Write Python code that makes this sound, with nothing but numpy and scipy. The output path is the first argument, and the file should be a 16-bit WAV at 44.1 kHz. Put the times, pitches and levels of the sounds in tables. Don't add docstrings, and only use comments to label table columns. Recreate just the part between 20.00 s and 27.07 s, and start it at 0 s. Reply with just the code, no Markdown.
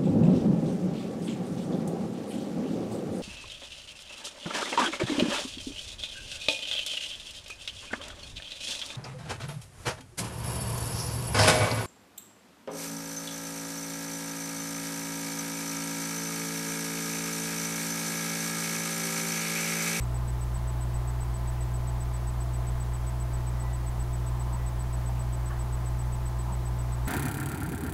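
import sys
import numpy as np
from scipy.fft import rfft, irfft, next_fast_len
from scipy.io import wavfile
from scipy.ndimage import map_coordinates

SR = 44100
rng = np.random.default_rng(int(sys.argv[2]) if len(sys.argv) > 2 else 0)


def materialize(psi):
    bounded = np.clip(np.atleast_2d(psi).T, -1, 1)
    quanta = np.round(bounded * 32767).astype(np.int16)
    wavfile.write(sys.argv[1], SR, quanta)


N = 311963


def amp(db):
    return 10 ** (np.asarray(db) / 20)


def unit(x):
    return x / np.sqrt(np.mean(x ** 2) + 1e-20)


def clock():
    return np.arange(N) / SR


def wobble(rate_hz):
    knots = rng.standard_normal(int(N * rate_hz / SR) + 4)
    return map_coordinates(knots, [clock() * rate_hz])


def filtered(x, response):
    size = next_fast_len(N + 8192)
    spectrum = rfft(x, size) * response(np.fft.rfftfreq(size, 1 / SR))
    return irfft(spectrum, size)[:N]


def noise(spectrum):
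    freq_hz, level_db = np.transpose(spectrum)

    def colour(hz):
        return amp(np.interp(np.log(hz + 1), np.log(freq_hz), level_db))

    return unit(filtered(rng.standard_normal(N), colour))


def band(centre_hz, width_hz):
    return unit(filtered(rng.standard_normal(N), lambda hz: 1 / (1 + ((hz - centre_hz) / width_hz) ** 2)))


def tone(cycles):
    return np.sqrt(2) * np.sin(2 * np.pi * (cycles + rng.random()))


def swell(peak_s, sigma_s):
    return np.exp(-.5 * ((clock() - peak_s) / sigma_s) ** 2)


# harmonic, level_db (rms)
MAINS_HARMONICS = [(1, -32.0), (2, -51.9), (3, -55.7), (4, -66.4), (5, -61.5), (6, -64.3), (7, -68.0),
                   (9, -68.8)]
MAINS_HZ = 60.01


def mains():
    return sum(amp(level_db) * tone(harmonic * MAINS_HZ * clock()) for harmonic, level_db in MAINS_HARMONICS)


# harmonic, level_db (relative)
DISK_BUZZ = [(9, -76), (10, -76), (14, -80), (15, -80), (17, -81), (27, -78), (28, -82)]
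SPINDLE_HZ, BUZZ_HZ = 121.21, 228.215


def disk(spindle_db, buzz_gain_db):
    spindle = amp(spindle_db) * tone(SPINDLE_HZ * clock())
    buzz = sum(amp(level_db) * tone(harmonic * BUZZ_HZ * clock()) for harmonic, level_db in DISK_BUZZ)
    return spindle + amp(buzz_gain_db) * buzz


def fan(shaft_hz, orders, drift, flutter_db):
    turns = np.cumsum(shaft_hz * (1 + drift * wobble(1.98))) / SR
    return sum(amp(level_db + flutter_db * wobble(5)) * tone(round(order) * turns)
               for order, level_db in orders)


# shaft_order, level_db (rms, before flutter)
SLOW_FAN_ORDERS = [(4, -58.9), (8, -55.9), (13, -68.5), (16, -64.7), (20, -56.8), (24, -65.3), (25, -65.8),
                   (36, -72.7)]
MIDDLE_FAN_ORDERS = [(1, -48.0), (4, -56.9), (8, -64.4), (12, -68.5), (13, -58.3), (16, -63.9), (20, -57.7),
                     (24, -63.5), (26, -65.5)]
FAST_FAN_ORDERS = [(1, -49), (3, -68), (4, -61), (6, -64.5), (12, -74)]
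SLOW_HZ, MIDDLE_HZ, FAST_HZ = 43.476, 50.745, 53.725


def fans():
    shafts = [(SLOW_HZ, SLOW_FAN_ORDERS), (MIDDLE_HZ, MIDDLE_FAN_ORDERS), (FAST_HZ, FAST_FAN_ORDERS)]
    return sum(fan(shaft_hz, orders, drift=0.00019, flutter_db=1.0) for shaft_hz, orders in shafts)


# (per Hz, relative)
AIR_SPECTRUM = [(100, -1.5), (140, -1), (195, 0.5), (260, -5), (330, -1.5), (420, -5), (590, -5), (690, 0),
                (780, -2.5), (900, -1), (1400, -10), (1850, -11.5), (2800, -22.5), (6000, -35.5)]


def air(level_db, flutter_db):
    return amp(level_db + flutter_db * wobble(8)) * noise(AIR_SPECTRUM)


def computer():
    return fans() + air(level_db=-45.5, flutter_db=.25) + disk(spindle_db=-33.5, buzz_gain_db=0.5)


# peak_s, level_db (rms at peak), sigma_s
SLEEVE_STROKES = [(3.656, -45.5, .018), (4.41, -49, 0.042), (4.547, -46.5, 0.041), (5.099, -45, .0093),
                  (6.372, -49.5, 0.034), (6.5, -43.5, 0.029)]


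def rustles(centre_hz, width_hz):
    strokes = sum(amp(level_db) * swell(peak_s, sigma_s) for peak_s, level_db, sigma_s in SLEEVE_STROKES)
    return strokes * band(centre_hz, width_hz)


# peak_s, level_db (rms at peak), sigma_s
SQUEAK_EVENTS = [(3.665, -57.5, .075), (4.612, -58.5, .045)]


def squeaks(pitch_hz, waver_hz):
    thin = tone(np.cumsum(pitch_hz + waver_hz * wobble(30)) / SR)
    swells = sum(amp(level_db) * swell(peak_s, sigma_s) for peak_s, level_db, sigma_s in SQUEAK_EVENTS)
    return swells * thin


# peak_s, level_db (rms at peak)
ARM_BUMPS = [(4.565, -43), (6.5, -40.5)]


def bumps(centre_hz, width_hz, sigma_s):
    swells = sum(amp(level_db) * swell(peak_s, sigma_s) for peak_s, level_db in ARM_BUMPS)
    return swells * band(centre_hz, width_hz)


# freq_hz, level_db (rms before the envelope)
TAP_RESONANCES = [(620, -46), (1110, -42.5), (1450, -50), (1700, -50), (3000, -61)]


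def tap(start_s, attack_s, t60_s, width_hz):
    age_s = np.maximum(clock() - start_s, 0)
    ring = sum(amp(level_db) * band(freq_hz, width_hz) for freq_hz, level_db in TAP_RESONANCES)
    rise = 1 - np.exp(-age_s / attack_s)
    return ring * rise * amp(-60 * age_s / t60_s)


def tick(peak_s, level_db, centre_hz, width_hz, sigma_s):
    return amp(level_db) * swell(peak_s, sigma_s) * band(centre_hz, width_hz)


def person():
    arm = rustles(centre_hz=950, width_hz=140) + squeaks(pitch_hz=1964, waver_hz=9.1)
    arm += bumps(centre_hz=180, width_hz=26, sigma_s=0.019)
    touch = tap(start_s=5.501, attack_s=.003, t60_s=0.35, width_hz=100)
    return arm + touch + tick(peak_s=5.177, level_db=-56, centre_hz=2600, width_hz=390, sigma_s=.013)


FIRST_BURST_S, FRAME_S, BURST_S, PACKET_HZ = .0113, .132872, .0307, 8000


def data_whine(level_db):
    sending = (clock() - FIRST_BURST_S) % FRAME_S < BURST_S
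    return amp(level_db) * sending * tone(PACKET_HZ * clock())


# (per Hz, relative)
RUMBLE_SPECTRUM = [(4, -12), (14, -1), (25, 1.5), (40, -8), (65, -12), (100, -24), (200, -53.5)]


def rumble(level_db):
    return amp(level_db) * noise(RUMBLE_SPECTRUM)


# (per Hz, relative)
HISS_SPECTRUM = [(100, 0.5), (3000, 0), (5000, -1.6), (9000, -4.5), (15500, -7)]


def hiss(level_db):
    return amp(level_db) * noise(HISS_SPECTRUM)


def scene():
    room = computer() + person() + rumble(level_db=-44.5)
    electrical = mains() + data_whine(level_db=-49.0) + hiss(level_db=-54.0)
    return (room + electrical)[None]


TOP_HZ = 15780


def record(dry):
    return filtered(dry[0], lambda hz: hz < TOP_HZ)[None]


dry = scene()
out = record(dry)
materialize(out)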